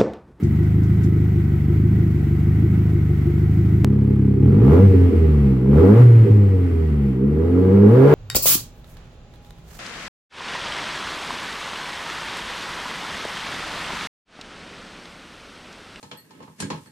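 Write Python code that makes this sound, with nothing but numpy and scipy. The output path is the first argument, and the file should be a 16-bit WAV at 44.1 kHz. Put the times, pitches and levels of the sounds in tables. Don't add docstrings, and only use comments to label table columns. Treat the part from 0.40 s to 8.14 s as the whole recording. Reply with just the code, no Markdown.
import sys
import numpy as np
from scipy import signal
from scipy.fft import rfft, irfft, next_fast_len
from scipy.io import wavfile
from scipy.ndimage import uniform_filter1d

SR = 44100
rng = np.random.default_rng(int(sys.argv[2]) if len(sys.argv) > 2 else 0)


def put_to_file(sound):
    columns = np.atleast_2d(sound).T
    safe = np.clip(columns, -1, 1)
    whole_steps = np.round(safe * 32767)
    wavfile.write(sys.argv[1], SR, whole_steps.astype(np.int16))


N = 341334
T = np.arange(N) / SR
JUMP_S, CYLINDERS = 3.4463, 4
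IDLE_HZ, REV_HZ = 26.27, 80

# time in seconds, firing rate in Hz.
IDLE_SPEED = [(0.0, 24.28), (0.35, 26.22), (0.6, 26.37), (0.85, 25.63), (1.05, 24.79), (1.22, 24.19),
              (1.4, 26.5), (1.6, 26.57), (1.75, 24.07), (1.95, 24.53), (2.2, 26.53), (2.4, 25.76),
              (2.65, 25.0), (2.85, 24.14), (3.1, 25.94), (3.44, 26.67)]
# frequency in Hz, bandwidth in Hz, relative gain in dB.
REV_PIPE = [(75, 18, -5.5), (109.3, 21.6, 0), (143, 31.4, -0.5), (205.2, 13.2, 3.5), (265.5, 10.5, -4.5),
            (315.3, 27, -10.5), (355.8, 20, -11), (399.3, 17.8, 0.5), (470.5, 22.6, -0.5)]


def revving():
    # time in seconds, firing rate in Hz.
    rev_speed = [(3.45, 34.5), (3.8, 34.2), (4.011, 32.9), (4.213, 56.7), (4.437, 99.8), (4.542, 91.6),
                 (4.691, 86.3), (5.192, 61.9), (5.357, 73.6), (5.492, 100.1), (5.602, 122.9),
                 (5.817, 112.2), (6.287, 86.1), (6.753, 63.0), (7.1, 86.0), (7.468, 104.0), (7.574, 128.2),
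                 (7.74, 150.4)]
    # time in seconds, throttle from 0 to 1, firing gain in dB.
    effort = [(3.5, 0.2, -0.1), (3.98, 0.12, 2), (4.05, 0.33, 3.5), (4.18, 0.35, 3.5), (4.34, 0.76, 1),
              (4.4, 0.59, 3.7), (4.48, 0.22, 3), (5.2, 0.19, -0.9), (5.28, 0.18, 2), (5.38, 0.69, 2.1),
              (5.6, 0.57, -0.2), (5.68, 0.22, 0.4), (6.1, 0.05, 0.1), (6.76, 0.03, -2.5), (6.86, 0.0, 0.8),
              (7.05, 0.25, 1.6), (7.44, 0.43, 2.3), (7.72, 0.83, -3)]
    # centre in seconds, half length in seconds, depth from 0 to 1.
    stumbles = [(3.97, 0.011, 0.5), (4.537, 0.013, 0.7), (4.722, 0.029, 1), (5.871, 0.026, .95),
                (6.298, 0.025, 0.3)]
    hz, = curves(rev_speed)
    hz = np.interp(T + .01, T, hz)
    throttle, strength_db = curves(effort)
    falling = np.gradient(hz) * SR < -20
    overrun = uniform_filter1d(1. * falling, size=4000) * hz / REV_HZ
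    stumble = sum(depth * np.exp(-((T - s) / length) ** 2) for s, length, depth in stumbles)

    def gain(db, throttle_db, octave_db, overrun_db):
        return undb(db + throttle_db * throttle + octave_db * np.log2(hz / REV_HZ) + overrun_db * overrun)

    rough = .15 + .06 * throttle + .45 * stumble
    pulses, puff = firings(hz, start=.6, rough=rough, jitter=.05, cylinder_db=[.63, -1.2, .67, .5],
                           puff_periods=.93, suck=.28 * overrun)
    pulses = steady(pulses)
    turbulence = colour(unit(puff * noise()), [(100, -12.5), (180, .5), (300, 14), (600, 6.5)])
    pipe = exhaust(pulses + rough * turbulence, REV_PIPE, wet_db=-10) * undb(strength_db)
    even_flow = .12 + .18 * (1 - throttle)
    gas = unit(noise() * (even_flow + puff ** 2)) + .67 * throttle * pulses
    tailpipe = rasp(gas) * gain(-48, 25, 4.5, -.8) + snarl(gas, hz, throttle)
    hiss = lip_hiss(gas) * gain(-81, 28, 4, -4)
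    # frequency in Hz, relative spectral density in dB.
    rev_bay = [(880, -48), (1500, -14.5), (1690, -5.5), (2540, -8.5), (3800, -19), (4440, -19.5),
               (6370, -27.5), (10200, -28), (12300, -23.5), (15500, -31)]
    bay = engine_bay(puff, rev_bay, rustle_depth=.7, clatter_depth=.7, clatter_db=0)
    return silencer(pipe, gain, stumble) + overrun_pops() + tailpipe + hiss + bay * gain(-58.5, 17.5, 1, 4.5)


def slow_idle():
    # frequency in Hz, bandwidth in Hz, relative gain in dB.
    idle_pipe = [(55.3, 15, -12.5), (74.2, 6.8, 1.5), (103.04, 9.9, 4.5), (126.1, 19.5, -3),
                 (149.1, 18.2, 3.5), (185.2, 4.6, 1), (189.3, 9.7, -5), (221, 51, -17.5), (296, 110, -32),
                 (350, 144, -21), (387, 5.5, -19), (435, 5.3, -31)]
    # frequency in Hz, relative spectral density in dB.
    idle_bay = [(310, -33), (520, -10.5), (617, -7.5), (662, -6.5), (1200, -9.5), (1310, -7), (1760, -11),
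                (1950, -6.5), (2660, -16.5), (3960, -24), (9560, -33), (13300, -24.5), (15500, -28)]
    hz, = curves(IDLE_SPEED)
    pulses, puff = firings(hz, start=.67, rough=np.full(N, .16), jitter=.045,
                           cylinder_db=[1.7, -1.9, 0, -1], puff_periods=1)
    gas = band(unit(puff * noise()), 198, 2000, order=8)
    pipe = band(exhaust(unit(pulses) + gas, idle_pipe, wet_db=-2.5), 23, 437, order=8)
    pipe = steady(pipe, size=3600) * undb(-14.5 + 1.16 * (hz - IDLE_HZ))
    return pipe + undb(-48) * engine_bay(puff, idle_bay, rustle_depth=.43, clatter_depth=1, clatter_db=-4)


def firings(hz, start, rough, jitter, cylinder_db, puff_periods, suck=0):
    count = np.cumsum(hz) / SR - start
    at = np.searchsorted(count, np.arange(np.ceil(count[0]), count[-1]))
    scatter = rng.standard_normal((len(at), 2)) * rough[at, None]
    size = undb(np.resize(cylinder_db, len(at))) * np.exp(scatter[:, 0] / 2)
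    period = SR / hz[at]
    blow = at + jitter * period * scatter[:, 1]
    places = np.round(np.r_[blow, blow + period / 2]).astype(int)
    sizes = np.r_[size, -size * np.broadcast_to(suck, N)[at]]
    return np.bincount(np.clip(places, 0, N - 1), sizes, N), np.exp(-(count % 1) / puff_periods)


def exhaust(drive, modes, wet_db):
    pipe = filtered(ring(drive, modes), lambda f: 1 - resonance(f, hz=168.1, width=18.7))
    return pipe + undb(wet_db) * band(garage(pipe, t60=.79), 230, 4000, order=6)


def silencer(pipe, gain, stumble):
    boom = band(pipe, 32, 160, order=14) * gain(6, 14, -2, 5.5) * undb(-12 * stumble)
    body = band(pipe, 180.6, 356.3, order=20) * gain(6, 7.5, 1.8, -2)
    bark = band(pipe, 335, 443, order=20) * gain(-3.5, 12, 6.5, -3)
    bite = band(pipe, 457, 640, order=20) * gain(-5.5, 17.5, 12, -3.5)
    return boom + body + bark + bite


def overrun_pops():
    pop_times = [4.725, 5.852, 5.885]
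    impulses = np.bincount((np.array(pop_times) * SR).astype(int), minlength=N) * 1.
    pops = band(ring(impulses, REV_PIPE), 170, 400, order=6)
    return undb(-14.5) * pops / np.abs(pops).max()


def rasp(gas):
    # frequency in Hz, bandwidth in Hz, relative gain in dB.
    modes = [(527, 50, 5), (680, 45, 2.5), (819.5, 32, 4.5), (1004, 88, -2), (1158, 85, -1.5),
             (1370, 210, -6.5), (1654, 70, -7), (1990, 440, -19), (2790, 2200, -31)]
    return steady(band(ring(gas, modes), 410, 9000, order=4))


def snarl(gas, hz, throttle, loudest_db=-46, steady_drop_db=26):
    # frequency in Hz, bandwidth in Hz, relative gain in dB.
    modes = [(852, 45, -0.5), (1679, 62, -8)]
    surge = throttle * uniform_filter1d(np.maximum(np.gradient(hz), 0), size=4000)
    db = loudest_db - steady_drop_db * (1 - surge / surge.max())
    return steady(band(ring(gas, modes), 640, 2000, order=6)) * undb(db)


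def lip_hiss(gas):
    # frequency in Hz, relative gain in dB.
    spectrum = [(1500, -17.5), (3000, 2), (6500, -12), (9500, -10.5), (13000, 2), (15500, -6)]
    return steady(colour(gas, spectrum))


def shell_hums(hz=345, swell_s=.021, start=.8):
    speed, = curves(IDLE_SPEED)
    count = np.cumsum(speed) / SR
    at = np.searchsorted(count, np.arange(start, count[int(JUMP_S * SR)], CYLINDERS))
    t = T[:SR // 4]
    swell = (t / swell_s * np.exp(1 - t / swell_s)) ** 2
    hum = np.zeros(N)
    for i, (scatter, phase) in zip(at, rng.standard_normal((len(at), 2))):
        db = -25 - 1.5 * (speed[i] - IDLE_HZ) + 1.5 * scatter
        hum[i:i + len(t)] += undb(db) * swell * np.sin(2 * np.pi * (hz * t + phase))
    return hum


def engine_bay(puff, spectrum, rustle_depth, clatter_depth, clatter_db):
    # frequency in Hz, bandwidth in Hz, relative gain in dB.
    modes = [(596, 230, -10), (750, 43, 0.5), (1276, 16, -1), (1503, 13, 0), (1912, 37, -2),
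             (2160, 210, -8), (5420, 59, -26.5), (7380, 230, -27), (8630, 210, -25)]
    rustle = unit(colour(noise() * (1 + rustle_depth * puff), spectrum))
    clatter = unit(ring(noise() * (1 + clatter_depth * puff), modes))
    return (rustle + undb(clatter_db) * clatter) * waver(db=-.8, rate_hz=14)


def ticks(decay_s=.016, gain_db=-6.5):
    # start in seconds, relative level in dB.
    bursts = [(0.0323, -45), (0.2319, -53), (0.4339, -48), (0.634, -42)]
    envelope = sum(undb(db + gain_db) * (T > s) * np.exp(-np.abs(T - s) / decay_s) for s, db in bursts)
    return envelope * unit(band(noise(), 4000, 9000, order=6))


def click(db=-11.5, width_s=.0014):
    return -undb(db) * np.sign(T - JUMP_S) * np.exp(-np.abs(T - JUMP_S) / width_s)


def garage(x, t60):
    t = T[:SR // 2]
    tail = rng.standard_normal(len(t)) * np.exp(-np.log(1000) * t / t60) * (t > .004)
    return signal.fftconvolve(x, tail / np.linalg.norm(tail))[:N]


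def resonance(f, hz, width):
    return 1 / (1 + 1j * (f * f - hz * hz) / (f * width))


def ring(x, modes):
    return filtered(x, lambda f: sum((-1) ** k * undb(db) * resonance(f, hz, width)
                                     for k, (hz, width, db) in enumerate(modes)))


def filtered(x, response):
    size = next_fast_len(N + SR // 2)
    hz = np.maximum(np.arange(size // 2 + 1) * SR / size, 1)
    return irfft(rfft(x, size) * response(hz), size)[:N]


def colour(x, points):
    hz, db = np.transpose(points)
    return filtered(x, lambda f: undb(np.interp(np.log(f), np.log(hz), db)))


def band(x, lo_hz, hi_hz, order):
    return filtered(x, lambda f: 1 / (1 + (lo_hz / f) ** order) / (1 + (f / hi_hz) ** order))


def steady(x, size=2400):
    power = uniform_filter1d(uniform_filter1d(x ** 2, size), size)
    return x / np.sqrt(np.abs(power) + 1e-6 * np.mean(x ** 2))


def unit(x):
    return x / np.sqrt(np.mean(x ** 2))


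def waver(db, rate_hz):
    steps = rng.standard_normal(1000)
    return undb(db * np.interp(T * rate_hz, np.arange(len(steps)), steps))


def noise():
    return rng.standard_normal(N)


def curves(table):
    s, *columns = np.transpose(table)
    return [np.interp(T, s, c) for c in columns]


def undb(db):
    return 10 ** (np.asarray(db) / 20)


def scene():
    # frequency in Hz, gain against the direct sound in dB.
    width = [(60, -17.5), (130, -28.5), (260, -15), (520, -6.5), (1000, -3), (2000, -0.5), (9000, 0),
             (11000, -13), (13000, -29.5)]
    after = np.clip((T - JUMP_S) / .004 + .5, 0, 1)
    car = (1 - after) * (slow_idle() + shell_hums() + ticks()) + after * revving()
    side = colour(garage(car, t60=.13), width)
    return car + click() + side * np.array([[1], [-1]])


def record(dry, top_hz=15750):
    rounded = dry / (1 + np.abs(dry) ** 8) ** (1 / 8)
    return signal.sosfilt(signal.ellip(10, .2, 80, top_hz, fs=SR, output="sos"), rounded)


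dry = scene()
out = record(dry)
put_to_file(out)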